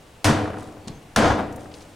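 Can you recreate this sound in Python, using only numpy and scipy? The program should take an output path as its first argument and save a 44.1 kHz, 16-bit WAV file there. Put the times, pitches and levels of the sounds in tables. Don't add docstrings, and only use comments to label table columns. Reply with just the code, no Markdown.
import sys
import numpy as np
from scipy import signal
from scipy.fft import rfft, irfft, next_fast_len
from scipy.io import wavfile
from scipy.ndimage import uniform_filter1d

SR = 44100
rng = np.random.default_rng(int(sys.argv[2]) if len(sys.argv) > 2 else 0)


def log_audio(samples):
    frames = np.atleast_2d(samples).T
    limited = np.clip(frames, -1, 1)
    pcm = np.round(limited * 32767).astype(np.int16)
    wavfile.write(sys.argv[1], SR, pcm)


N = 85995

# f/Hz, side over mid/dB
STEREO_WIDTH = [(50, -39), (130, -19), (500, -13), (1000, -9), (4000, -10.5), (8500, -11.5), (11500, -17)]
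# f/Hz, level/dB
KNOCK_SPECTRUM = [(60, -3), (200, -2), (700, 6), (1500, -4), (2500, -15.5), (6000, -31), (10000, -29.5),
                  (16000, -63)]


def amp(db):
    return np.exp(np.asarray(db) * (np.log(10) / 20))


def unit(x):
    return x / np.sqrt(np.mean(x ** 2) + 1e-20)


def along(points, hz):
    freqs, values = np.transpose(points)
    return np.interp(np.log(hz + 1), np.log(freqs + 1), values)


def filtered(x, response):
    size = next_fast_len(N + SR // 2)
    return irfft(rfft(x, size) * response(np.fft.rfftfreq(size, 1 / SR)), size)[..., :N]


def noise(colour, width_db=0):
    size = next_fast_len(N, real=True)
    hz = np.fft.rfftfreq(size, 1 / SR)
    white = rng.standard_normal((2, len(hz), 2)).view(complex)[..., 0]
    mid, side = white * amp(colour(hz))
    side = side * amp(along(STEREO_WIDTH, hz) + width_db)
    return unit(irfft([mid + side, mid - side], size)[:, :N])


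def hiss(spectrum, width_db=0):
    return noise(lambda hz: along(spectrum, hz), width_db)


def band_noise(centre, octaves):
    return noise(lambda hz: -3 * (np.log2((hz + 1) / centre) / octaves) ** 2)


def flat_band(centre, half_width_hz):
    return noise(lambda hz: -10 * np.log10(1 + ((hz - centre) / half_width_hz) ** 8))


def envelope(start, t60, rise=0.00096, hold=0):
    first = int(start * SR)
    t = np.arange(min(N - first, int((hold + 2 * t60) * SR))) / SR
    shape = (1 - np.exp(-t / rise)) * amp(-60 * np.maximum(t - hold, 0) / t60)
    return np.pad(shape, (first, N - first - len(t)))


def burst(sound, shape):
    return unit(sound * shape) * np.sqrt(np.mean(shape ** 2))


def taps(rows, sound, t60):
    return sum(amp(db) * burst(sound, envelope(start, t60)) for start, db in rows)


def grain(depth_db, samples):
    return amp(depth_db * unit(uniform_filter1d(rng.standard_normal(N), size=samples)))


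def waver(depth, per_s):
    position = np.arange(N) * per_s / SR
    return depth * np.interp(position, np.arange(SR // 100), rng.standard_normal(SR // 100))


def garden_air():
    # f/Hz, level/dB
    spectrum = [(25, 3), (45, -1), (90, 6.5), (170, 0), (700, -3), (1400, -11), (2900, -13.5), (4500, -19),
                (9000, -22), (12000, -29), (16000, -32)]
    return amp(-48.5) * hiss(spectrum, width_db=2.5)


def bird():
    pitch_hz = 4495
    note = unit(np.sin(2 * np.pi * pitch_hz * np.arange(N) / SR))
    return amp(-66) * note * envelope(start=0.806, t60=0.08, rise=0.008, hold=0.052)


def creeper():
    # t/s, level/dB, t60/s
    rustles = [(0.579, -48, 0.61), (1.589, -53, 0.81), (1.745, -52, 0.99)]
    # f/Hz, level/dB
    spectrum = [(500, 6.5), (2500, 1), (9500, -0.5), (12000, -14), (16000, -18)]
    leaves = unit(grain(depth_db=3.2, samples=150) * hiss(spectrum))
    return leaves * sum(amp(db) * envelope(start, t60, rise=0.0032) for start, db, t60 in rustles)


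def ticks():
    # t/s, level/dB, centre f/Hz
    cues = [(1.026, -55.5, 7200), (1.524, -47, 7040), (1.559, -43.5, 8900), (1.715, -44.5, 2800),
            (1.739, -39.5, 3750), (1.806, -45.5, 4000), (1.822, -46.5, 5130)]
    return sum(amp(db) * envelope(start, t60=0.046) * band_noise(centre, octaves=0.52)
               for start, db, centre in cues)


def squeaks():
    # t/s, hold/s, centre f/Hz, level/dB
    rubs = [(0.876, 0.003, 4200, -46), (0.928, 0.048, 6300, -63), (1.305, 0.015, 6230, -42)]
    return sum(amp(db) * flat_band(hz, half_width_hz=190) * envelope(start, 0.12, rise=0.004, hold=hold)
               for start, hold, hz, db in rubs)


def settling():
    # f/Hz, level/dB
    thud_spectrum = [(40, -7), (170, 1.5), (300, -7.5), (650, -16.5), (930, -16.5), (1300, -29),
                     (5000, -30.5), (16000, -56)]
    # t/s, level/dB
    scrapes = [(.875, -35.5), (.8803, -29)]
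    # f/Hz, level/dB
    scrape_spectrum = [(300, -4), (2000, -8), (3300, -5.5), (4200, 3.5), (5000, -2.5), (6500, -2),
                       (10000, -10), (15000, -41)]
    thud = amp(-30) * burst(hiss(thud_spectrum), envelope(start=0.87, t60=0.37, rise=0.0075))
    return thud + taps(scrapes, hiss(scrape_spectrum), t60=0.027)


def chatter(start):
    contacts_per_s, scatter_db = 150, 3.5
    contacts = (rng.random(N) < contacts_per_s / SR) * amp(scatter_db * rng.standard_normal(N))
    pulses = np.abs(signal.fftconvolve(contacts, envelope(0, t60=0.012))[:N])
    return unit(pulses * hiss(KNOCK_SPECTRUM)) * envelope(start, t60=0.97, rise=0.0097, hold=0.042)


def rebounds():
    # t/s, hold/s, level/dB
    swings = [(1.222, 0.1, -23), (1.377, 0.034, -28.5)]
    lowpass_hz = 5000
    roughness = grain(depth_db=2.5, samples=200)
    rattle = noise(lambda hz: along(KNOCK_SPECTRUM, hz) - 10 * np.log10(1 + (hz / lowpass_hz) ** 2))
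    shape = sum(amp(db) * envelope(start, t60=0.15, rise=0.0076, hold=hold) for start, hold, db in swings)
    return unit(roughness * rattle) * shape


def knocks():
    # t/s, relative level/dB
    hits = [(.2812, -18), (.305, -24), (.3718, -30), (.383, -27), (.4556, -29), (.516, -45), (.5404, -31.5),
            (.5709, -33), (.6222, -38), (.6866, -46), (1.2057, -28), (1.2237, -20), (1.2462, -20),
            (1.3055, -22.5), (1.3804, -25.5), (1.5814, -42), (1.6572, -38)]
    clacks = taps(hits, flat_band(centre=1474, half_width_hz=310), t60=0.022)
    thuds = taps(hits, hiss(KNOCK_SPECTRUM), t60=0.055)
    return amp(3.5) * clacks + amp(-2.5) * thuds


def heaves():
    # t/s, level/dB, starting f/Hz
    swings = [(.248, -21.5, 104.3), (.276, -20, 238), (.286, -19.5, 147.5), (.418, -27, 95),
              (0.87, -35.5, 186), (1.173, -16.5, 223.2), (1.29, -25.5, 83.9), (1.386, -27.5, 212.9)]
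    sag_octaves_per_s = 1.16
    t = np.arange(N) / SR
    out = np.zeros(N)
    for (start, db, hz), turn in zip(swings, rng.random(len(swings))):
        pitch = hz * 2 ** (-sag_octaves_per_s * np.maximum(t - start, 0))
        tone = unit(np.sin(2 * np.pi * (np.cumsum(pitch) / SR + turn)))
        out += amp(db) * tone * envelope(start, t60=0.1, rise=0.0088, hold=0.021)
    return out


def roof_wash(start, hold, tilt_db, decay_scale, ripple_db):
    # f/Hz, level/dB
    spectrum = [(25, -9.5), (50, -7.5), (85, 0.5), (140, 1.5), (400, -3), (800, -4.5), (1500, -8.5),
                (2500, -16.5), (5500, -24), (9000, -32), (12000, -46), (16000, -56)]
    # f/Hz, t60/s before decay_scale
    decays = [(50, 1.04), (130, 0.63), (350, 1.26), (900, 0.73), (2400, 0.72), (6000, 0.47), (12000, 0.56)]
    # f/Hz, attack/s
    attacks = [(80, 0.0041), (300, 0.0076), (1000, 0.0097), (3000, 0.0018)]
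    # f/Hz, share of the hold
    hold_shares = [(100, 1), (1000, 0.75), (3000, 0.77), (6000, 0.89), (12000, 0.21)]
    ripple_step_hz, after_corner_hz = 14, 510

    def colour(hz):
        resonances = np.interp(hz / ripple_step_hz, np.arange(len(ripple_db)), ripple_db)
        return along(spectrum, hz) + resonances + tilt_db * np.log2(np.maximum(hz / 500, 1))

    ring = rfft(noise(colour))
    bin_hz = np.fft.rfftfreq(N, 1 / SR)
    centres = np.geomspace(60, 13000, 8)
    out = np.zeros((2, N))
    for hz, share in zip(centres, np.eye(len(centres))):
        band = irfft(ring * along(np.c_[centres, share], bin_hz), N)
        rise = along(attacks, hz)
        body = envelope(start, decay_scale * along(decays, hz), rise, hold * along(hold_shares, hz))
        after_ring = amp(-7.5) / (1 + (hz / after_corner_hz) ** 2) * envelope(start, t60=2.36, rise=rise)
        out += band * np.sqrt(body ** 2 + after_ring ** 2)
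    return out


def panel_boom(start, hold, tilt_db):
    # f/Hz, relative level/dB, t60/s
    modes = [(81.6, -13, 0.84), (104.1, -3, 0.93), (210, -3, 0.87), (221, -3, 0.75), (301.3, 2.5, 0.96),
             (310.6, -10.5, 1.77), (432, -8, 1.3), (494.8, -2.5, 1.2), (726, -6, 1.03), (755, -5, 1.14),
             (1001, -6.5, 0.62), (1190, -18, 0.6), (1334, -10, 0.62), (1446, -6, 0.55)]
    pivot_hz, hold_share = 350, 0.76
    t = np.arange(N) / SR
    out = np.zeros((2, N))
    for (hz, db, t60), (scatter_db, turn, spread) in zip(modes, rng.standard_normal((len(modes), 3))):
        stereo_phase = np.array([[1], [-1]]) * spread * amp(along(STEREO_WIDTH, hz))
        phase = 2 * np.pi * (hz * t + turn) + stereo_phase
        level = amp(db + scatter_db + tilt_db * np.log2(hz / pivot_hz))
        level_drift, phase_drift = (waver(depth=0.36, per_s=22) for _ in range(2))
        ring = (1 + level_drift) * np.sin(phase) + phase_drift * np.cos(phase)
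        out += level * ring * envelope(start, t60, rise=0.011, hold=hold * hold_share)
    return out


def crack(start, tilt_db, t60=0.03, width_db=0):
    # f/Hz, level/dB
    spectrum = [(100, -16), (500, -0.5), (1500, 2), (4500, -5), (5700, 0), (6800, -6.5), (10000, -8.5),
                (13000, -23), (16000, -26)]
    contact_s = 0.0017
    sound = noise(lambda hz: along(spectrum, hz) + tilt_db * np.log2(np.maximum(hz / 1500, 1)), width_db)
    return burst(sound, envelope(start, t60, rise=0.0007, hold=contact_s))


def bangs():
    # t/s, crack level/dB, crack tilt/(dB/octave), slap delay/s, slap level/dB,
    # wash level/dB, base hold/s, wash tilt/(dB/octave), wash decay factor, boom level/dB,
    # boom tilt/(dB/octave), chatter level/dB, ringing left over right/dB
    blows = [(0.2435, -14.5, 0.4, 0.0069, -21.5, -19, 0.044, 1.43, 1, -25, -2, -27, -0.1),
             (1.1609, -12, -1.5, 0.009, -24, -18, 0.13, 0, 0.89, -28.5, 0.9, -31, 0.5)]
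    ripple_db = 2.5 * rng.standard_normal(SR // 4)
    out = knocks() + heaves() + rebounds()
    for (start, crack_db, crack_tilt, slap_delay, slap_db, wash_db, hold, wash_tilt, decay_scale,
         boom_db, boom_tilt, chatter_db, pan_db) in blows:
        slap_tail = crack(start + slap_delay, crack_tilt, t60=0.25)
        slap_snap = amp(-0.5) * crack(start + slap_delay, crack_tilt)
        hand = amp(crack_db) * crack(start, crack_tilt, width_db=-15)
        ringing = amp(wash_db) * roof_wash(start, hold, wash_tilt, decay_scale, ripple_db)
        ringing += amp(boom_db) * panel_boom(start, hold, boom_tilt)
        ringing += amp(chatter_db) * chatter(start)
        pan = amp([[pan_db / 2], [-pan_db / 2]])
        out += hand + amp(slap_db) * (slap_tail + slap_snap) + pan * ringing
    return out


def scene():
    # f/Hz, left over right/dB
    lean = [(130, 0.74), (1000, 1.66), (6000, 0.5)]
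    mix = bangs() + settling() + squeaks() + ticks() + creeper() + bird() + garden_air()
    return filtered(mix, lambda hz: amp(np.outer([0.5, -0.5], along(lean, hz))))


def record(dry):
    cutoff_hz = 16200
    return filtered(dry, lambda hz: hz < cutoff_hz)


dry = scene()
out = record(dry)
log_audio(out)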